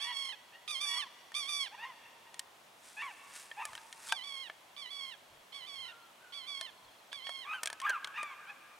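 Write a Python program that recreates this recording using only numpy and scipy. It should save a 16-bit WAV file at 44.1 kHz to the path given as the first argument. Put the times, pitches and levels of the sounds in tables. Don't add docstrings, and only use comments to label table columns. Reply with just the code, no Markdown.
import sys
import numpy as np
from scipy import signal
from scipy.fft import rfft, irfft, next_fast_len
from scipy.io import wavfile
from scipy.ndimage import uniform_filter1d

SR = 44100
rng = np.random.default_rng(int(sys.argv[2]) if len(sys.argv) > 2 else 0)


def dump(signal):
    limited = np.clip(np.atleast_2d(signal).T, -1, 1)
    pcm = np.round(limited * 32767).astype(np.int16)
    wavfile.write(sys.argv[1], SR, pcm)


N = 387638
TIME = np.arange(N) / SR
FREQ = np.fft.rfftfreq(N, 1 / SR)


def undb(db):
    return 10 ** (np.asarray(db) / 20)


def unit(x):
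    return x / np.sqrt(np.mean(x ** 2))


def at(points, hz, axis=1):
    table = np.array(points, float)
    return np.interp(np.log(hz + 1), np.log(table[:, 0]), table[:, axis])


def shaped(gain):
    n = next_fast_len(N, real=True)
    spectrum = rfft(rng.standard_normal(n)) * gain(np.fft.rfftfreq(n, 1 / SR))
    return unit(irfft(spectrum, n)[:N])


def noise(spectrum):
    return shaped(lambda hz: undb(at(spectrum, hz)))


def walk(rate):
    return shaped(lambda hz: np.exp(-(hz / rate) ** 2))


def add(out, start, x):
    i = max(int(start * SR), 0)
    out[i:i + len(x)] += x[:max(N - i, 0)]


def span(start, length, fade):
    t = np.arange(0, length, 1 / SR)
    i = np.clip(((start + t) * SR).astype(int), 0, N - 1)
    return t, i, np.clip(np.minimum(t, length - t) / fade, 0, 1)


def harmonics(hz, tract, count):
    k = np.arange(1, count + 1)[:, None]
    waves = np.sin(k * 2 * np.pi * np.cumsum(hz) / SR)
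    return waves * undb(at(tract, k * hz)) * (k * hz < SR / 2)


def late(x, s):
    return np.interp(TIME - s, TIME, x, left=0)


def absorb(x, edge_hz):
    return irfft(rfft(x) / (1 + (FREQ / edge_hz) ** 4), N)


def scatter(x, t60, delay, apart):
    t = np.arange(2 * SR) / SR
    envelope = undb(-60 * t / t60) * (1 - np.exp(-(t / delay) ** 2))
    mid, side = rng.standard_normal((2, len(t))) * envelope
    tails = unit(np.array([mid + apart * side, mid - apart * side])) / np.sqrt(len(t))
    return signal.fftconvolve(x[None], tails, axes=1)[:, :N]


# (f/Hz, relative level/dB)
AIR_COLOUR = [(25, -27), (50, -19), (110, -9), (250, -6), (450, -4), (650, 1), (1000, -1), (1400, -5),
              (2700, -6), (3500, -7), (4500, -12), (9000, -15), (12500, -18), (15800, -23)]
# (f/Hz, likeness from 0 to 1)
AIR_LIKENESS = [(60, 0.86), (130, 0.9), (300, 0.69), (1400, 0.2), (3100, 0.34), (7000, 0.75), (12000, .98)]
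# (t/s of the middle, width/s, level/dB)
PUFFS = [(3.717, 0.054, -72), (5.35, 0.064, -72), (5.8, 0.083, -77), (6.865, .04, -74)]
AIR_DB = -61.5


def air(leaves_db=-72):
    likeness = np.clip(at(AIR_LIKENESS, FREQ), 0, 1)
    side = irfft(rfft(noise(AIR_COLOUR)) * np.sqrt((1 - likeness) / (1 + likeness)), N)
    hush = (noise(AIR_COLOUR) + np.array([side, -side])) * undb(AIR_DB)
    swell = undb(2 * walk(3))
    leaf_noise = noise([(300, -62), (650, 10), (1000, 25.5), (2000, 1), (5000, -61)])
    leaves = leaf_noise * undb(leaves_db) * swell
    gusts = sum(undb(db) * np.exp(-((TIME - s) / width) ** 2) for s, width, db in PUFFS)
    wind = noise([(20, -8), (50, -8), (130, -2), (300, -47), (1500, -70)])
    return hush + leaves + gusts * wind


# (t/s of the firmest moment, swell/s, fade/s, level/dB)
BRUSH_STROKES = [(2.859, 0.039, 0.38, -58), (3.363, 0.034, 0.062, -49), (3.7, 0.11, 0.34, -61),
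                 (4.101, 0.058, 0.0077, -46)]
# (f/Hz, relative level/dB)
CLOTH_COLOUR = [(500, -21), (1500, 4.5), (3000, -1.5), (5000, 0), (7000, 0.5), (9000, 2.5), (11000, -4),
                (15000, -21)]


def brushing(grain_db=3):
    pressure = np.zeros(N)
    for s, swell, fade, db in BRUSH_STROKES:
        pressure += undb(db) * np.exp(-np.maximum((s - TIME) / swell, (TIME - s) / fade))
    grain = undb(grain_db * walk(600))
    return pressure * unit(noise(CLOTH_COLOUR) * grain)


# (t/s, peak level/dB before the overall gain, bass level/dB and treble level/dB before the colour offsets)
TICKS = [(1.319, -48.5, 11, -13), (2.343, -46.5, -1, -11), (2.394, -33.5, -17, -10.5),
         (3.514, -42.5, 0, -42), (3.653, -36, 0, -4), (3.732, -46, 4, -14), (3.752, -40.5, 1, -13),
         (3.778, -44.5, -5, -29), (3.927, -42.5, -14.5, -17), (4.123, -24, 3.5, -18.5),
         (4.498, -39, 7, -36), (6.611, -34, -6, -18.5), (7.129, -38.5, -4.5, -24), (7.269, -39, -9, -35),
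         (7.293, -39, 7, -16), (7.633, -32, 5.5, -2.5), (7.658, -32, -9, -13), (7.673, -31.5, -2.5, -15),
         (7.701, -37.5, 3, -15), (7.729, -39, 4.5, -11), (7.801, -41, 0, -13), (7.816, -42, -3, -14),
         (7.895, -34.5, 5.5, -7.5), (7.904, -36.5, 3, -20), (8.045, -35, -10, -23),
         (8.073, -42.5, 9.5, -14), (8.23, -39, 16, -5)]
# (f/Hz before detuning, time to fall 60 dB t60/s, relative level/dB)
HOUSING_MODES = [(695, 0.081, 2), (980, 0.038, 7), (1490, 0.0075, 16), (1750, 0.046, 15),
                 (2280, 0.011, 15.5), (3270, 0.0096, 19), (4300, 0.0076, 12.5), (6600, 0.0018, 22),
                 (8500, 0.0035, 19.5), (8640, 0.0023, -8.5)]
# (f/Hz, relative level/dB)
CONTACT_COLOUR = [(80, -32), (300, -15), (600, -2), (3500, 2), (5000, 5.5), (9500, 9), (11500, -2),
                  (15000, -11)]


def ticking(push_s=0.0017, gain_db=2, crack_db=0, crack_t60=0.022):
    out, t = np.zeros(N), np.arange(4096) / SR
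    f = np.fft.rfftfreq(len(t), 1 / SR)
    for s, db, low_db, top_db in TICKS:
        push, crack = rng.standard_normal((2, len(t)))
        detune = 1 + .06 * rng.standard_normal(len(HOUSING_MODES))
        ring = np.zeros(len(t))
        for (hz, t60, mode_db), shift in zip(HOUSING_MODES, detune):
            ring += np.sin(2 * np.pi * hz * shift * t) * undb(mode_db - 60 * t / t60)
        tick = unit(signal.fftconvolve(ring, push * np.exp(-t / push_s))[:len(t)])
        tick = tick + undb(crack_db) * unit(crack * undb(-60 * t / crack_t60))
        balance = [(1200, low_db - 2.0), (3200, 0), (7500, top_db + 3.5)]
        colour = at(balance, f) + at(CONTACT_COLOUR, f)
        lead = 220
        tick = irfft(rfft(np.roll(tick, lead)) * undb(colour), len(t))
        peak = np.sqrt(uniform_filter1d(tick ** 2, size=88).max())
        add(out, s - lead / SR, tick / peak * undb(db + gain_db))
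    return out


# (t/s of the first chip, peak level/dB)
CHIPS = [(6.02, -63), (6.705, -69), (6.77, -63), (6.84, -61), (6.91, -64), (6.98, -65)]
CHIP_HIGH_HZ, CHIP_LOW_HZ, CHIP_GAP_S = 4400, 3400, 0.0386


def chipping(length_s=0.025, fall=0.074):
    out, t = np.zeros(N), np.arange(0, length_s, 1 / SR)
    for s, db in CHIPS:
        for start, hz in (s, CHIP_HIGH_HZ), (s + CHIP_GAP_S, CHIP_LOW_HZ):
            phase = 2 * np.pi * np.cumsum(hz * (1 - fall * t / length_s)) / SR
            add(out, start, np.sin(phase) * np.sin(np.pi * t / length_s) * undb(db))
    return out


CLIMB, CLIMB_CURVE, CLIMB_DB = .16, 2.23, -15
SWELL_CURVE = 1.22
FALL_CURVE, FALL_DB = 2.2, -14.5


def arch(t, climb_s, fall_s, low_hz, high_hz, last_hz, low_db, high_db, low_overtones_db, high_overtones_db):
    early = np.clip(1 - t / climb_s, 0, 1)
    spent = np.clip((t - climb_s) / fall_s, 0, 1)
    broken = uniform_filter1d((t > climb_s) * 1., size=220)
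    climbing = low_hz * (1 - CLIMB * early ** CLIMB_CURVE)
    falling = high_hz + (last_hz - high_hz) * spent ** FALL_CURVE
    hz = (1 - broken) * climbing + broken * falling
    db = low_db + (high_db - low_db) * broken + CLIMB_DB * early ** SWELL_CURVE + FALL_DB * spent
    return hz, db, low_overtones_db + (high_overtones_db - low_overtones_db) * broken


YELPS = [ (0, 0.12, .06, 983, 931, 870, -48, -54, 4.5, 2.5),
         (.52, 0.041, 0.04, 955, 960, 940, -66, -74.5, 13, 5),
         (.83, 0.15, 0.1, 970, 1181, 923, -52, -46.5, 6, -7),
         (1.71, 0.043, 0.022, 924, 928, 900, -49, -64.5, -7, 9),
         (1.774, 0.077, 0.089, 942, 1084, 834, -46.5, -48.5, 2, -2.5),
         (2.001, 0.066, 0.14, 915, 920, 878, -72, -74, 13.5, 11),
         (2.245, 0.027, 0.042, 925, 930, 903, -68.5, -63, 4, 1),
         (2.964, 0.058, 0.098, 925, 1152, 743, -51.5, -41.5, 11, 0),
         (3.564, .06, 0.1, 906, 1246, 790, -38, -47.5, -8, -5),
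         (5.829, 0.094, 0.2, 1465, 1410, 1280, -57, -56.5, 3, -15),
         (6.179, .07, 0.17, 1540, 1477, 1265, -57, -58, -8, -7),
         (7.446, 0.089, 0.067, 1275, 1574, 1303, -39, -40.5, -4, 0),
         (7.815, .05, .118, 1194, 1647, 978, -31.5, -29, -10.5, -11.5),
         (8.136, 0.04, 0.17, 927, 1215, 1015, -52, -42, 11, -0.5),
         (8.46, 0.048, .04, 820, 816, 780, -60.5, -56, 12, -8)]
# (f/Hz, relative level/dB)
MOUTH = [(150, -57), (500, -47), (850, 2.5), (1650, -1.5), (2100, -1), (2600, 1), (3300, -11.5),
         (4500, -25.5), (7000, -30.5)]


def yelping(gain_db=2.5, rasp_db=-10.0):
    out, wobble, flutter, rasp = np.zeros(N), walk(230), walk(81), noise(MOUTH)
    for s, climb_s, fall_s, *voicing in YELPS:
        t, i, gate = span(s, climb_s + fall_s, fade=0.0055)
        hz, db, overtones_db = arch(t, climb_s, fall_s, *voicing)
        jitter = .015 + .03 * np.exp(-t / .04)
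        partials = harmonics(hz * (1 + jitter * wobble[i]), MOUTH, count=7)
        voice = partials[0] + undb(overtones_db) * partials[1:].sum(0)
        hoarse = undb(rasp_db + overtones_db / 2) * rasp[i]
        add(out, s, (voice + hoarse) * gate * undb(db + gain_db + flutter[i]))
    return out


def place_far_dogs(yelp, hill_s=0.54, hill_db=-21):
    trees = undb(-4) * scatter(yelp, t60=0.08, delay=0.0025, apart=0.2)
    slopes = undb(-10.5) * scatter(yelp, t60=2.4, delay=0.068, apart=0.28)
    hill = undb(hill_db) * late(absorb(yelp, edge_hz=2600), hill_s)
    return yelp + trees + slopes + hill


SCOOP, SCOOP_S, SCOOP_DB = 0.0707, 0.01227, -7.5
DIP_LEAD_S, DIP_WIDTH_S, DIP_DB = .032, .04, -5.5
PINCH_S, PINCH_DB = 0.0081, -4.5
SAG_DB, HUMP_DB = -1, 1
DROP_S, DROP_HZ, DROP_DB, DROP_CURVE = .065, 772, -12.5, 1.6


def cry(t, first_s, length, open_hz, dip_hz, restart_hz, sagged_hz, first_db, second_db):
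    scoop = np.exp(-t / SCOOP_S)
    dip = np.exp(-((t - first_s + DIP_LEAD_S) / DIP_WIDTH_S) ** 2)
    sag = np.clip((t - first_s) / (length - DROP_S - first_s), 0, 1)
    drop = np.clip((t - length + DROP_S) / DROP_S, 0, 1) ** DROP_CURVE
    opening = open_hz * (1 - SCOOP * scoop) + (dip_hz - open_hz) * dip
    held = restart_hz + (sagged_hz - restart_hz) * sag + (DROP_HZ - sagged_hz) * drop
    first = t < first_s
    opening_db = first_db + SCOOP_DB * scoop + DIP_DB * dip
    held_db = second_db + SAG_DB * sag + DROP_DB * drop
    pinch = np.exp(-((t - first_s) / PINCH_S + 1) ** 2)
    db = np.where(first, opening_db, held_db) + HUMP_DB * np.sin(np.pi * sag) + PINCH_DB * pinch
    return uniform_filter1d(np.where(first, opening, held), size=260), uniform_filter1d(db, size=350)


# (t/s, first part/s, whole length/s, opening f/Hz, dip f/Hz, restart f/Hz, sagged f/Hz,
#  first part relative level/dB, second part relative level/dB, final quaver as an rms share of pitch)
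WHINES = [ (0, 0.13, 0.35, 1171, 1085, 1106, 1086, -38, -41, 0.044),
          (0.677, .13, 0.37, 1226, 1045, 1185, 1108, -36, -36.5, 0.013),
          (1.342, 0.14, 0.34, 1199, 1087, 1194, 1126, -35.5, -37, 0.017),
          (4.088, .15, 0.4, 1193, 990, 1150, 1064, -42.5, -45, 0.0079),
          (4.764, 0.14, 0.39, 1151, 985, 1151, 1066, -44.5, -45.5, 0.011),
          (5.522, .146, .406, 1132, 990, 1158, 1020, -45.5, -46.5, 0.03),
          (6.322, 0.15, .38, 1141, 1020, 1166, 1053, -45, -45, 0.011),
          (7.117, .13, .355, 1169, 1020, 1115, 1058, -45, -46.5, 0.004)]
# (f/Hz, relative level/dB)
NOSE = [(150, -68), (700, -11.5), (1150, -20.5), (1700, -4.5), (2300, -10.5), (2900, -2.5), (3400, -3.5),
        (4000, -8), (4600, -10.5), (5700, -12.5), (7000, -25.5), (8200, -23), (9500, -17), (11500, -32),
        (15000, -51)]
QUAVER_HZ, QUAVER_RISE_S = 29.17, 0.084
RESTART_CATCH = 0.32


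def whining(catch=0.053, catch_s=0.025, shimmer_db=1.77, rasp_db=-27, bright=0.75, usual_db=-39.0):
    out, wobble, flutter, rasp = np.zeros(N), walk(480), walk(154), noise(NOSE)
    waver = .006 * walk(60) + .004 * wobble
    tremble = np.sqrt(2) * np.sin(2 * np.pi * QUAVER_HZ * TIME + walk(14))
    for s, first_s, length, *voicing, quaver in WHINES:
        t, i, gate = span(s, length, fade=0.00043)
        hz, db = cry(t, first_s, length, *voicing)
        caught = np.exp(-t / catch_s) + RESTART_CATCH * np.exp(-np.abs(t - first_s) / catch_s)
        hz = hz * (1 + quaver * tremble[i] * np.exp((t - length) / QUAVER_RISE_S))
        fray = 1 + 2.5 * np.exp((t - length) / .07)
        hz = hz * (1 + fray * waver[i] + wobble[i] * catch * caught)
        partials = harmonics(hz, NOSE, count=13)
        effort = undb(bright * (db - usual_db))
        voice = partials[:4].sum(0) + effort * partials[4:].sum(0)
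        breathy_voice = np.sqrt(2) * voice + undb(rasp_db) * rasp[i]
        add(out, s, breathy_voice * gate * undb(db + shimmer_db * flutter[i]))
    return out


# (f/Hz, right minus left level/dB, left lead/radians)
WHINE_SIDE = [(690, 18, 0.9), (1190, 13.5, .2), (2280, 7.5, 1.5), (3470, 11, 0.69), (4970, 4.5, 2),
              (5740, -3, 1.2), (8400, -1.5, 0.55), (15000, 2, 0)]


def place_near_dog(whine, echo_s=0.063, echo_db=-19, ground_db=-12):
    whine = whine + undb(ground_db) * late(whine, 0.001675 + 0.0001 * walk(8.4))
    turn = undb(at(WHINE_SIDE, FREQ) / 2) * np.exp(-.5j * at(WHINE_SIDE, FREQ, axis=2))
    direct = irfft(rfft(whine) * np.array([1 / turn, turn]), N)
    dull = absorb(whine, edge_hz=8900)
    echo = undb(echo_db) * late(dull, echo_s)
    tail = undb(-19.5) * scatter(dull, t60=2.8, delay=0.017, apart=0.56)
    return direct + echo + tail


def scene():
    background = air() + brushing() + ticking() + chipping()
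    return background + place_far_dogs(yelping()) + place_near_dog(whining())


TOP_HZ = 15800


def record(dry):
    return signal.sosfilt(signal.ellip(10, .2, 70, TOP_HZ, fs=SR, output="sos"), dry)


dry = scene()
out = record(dry)
dump(out)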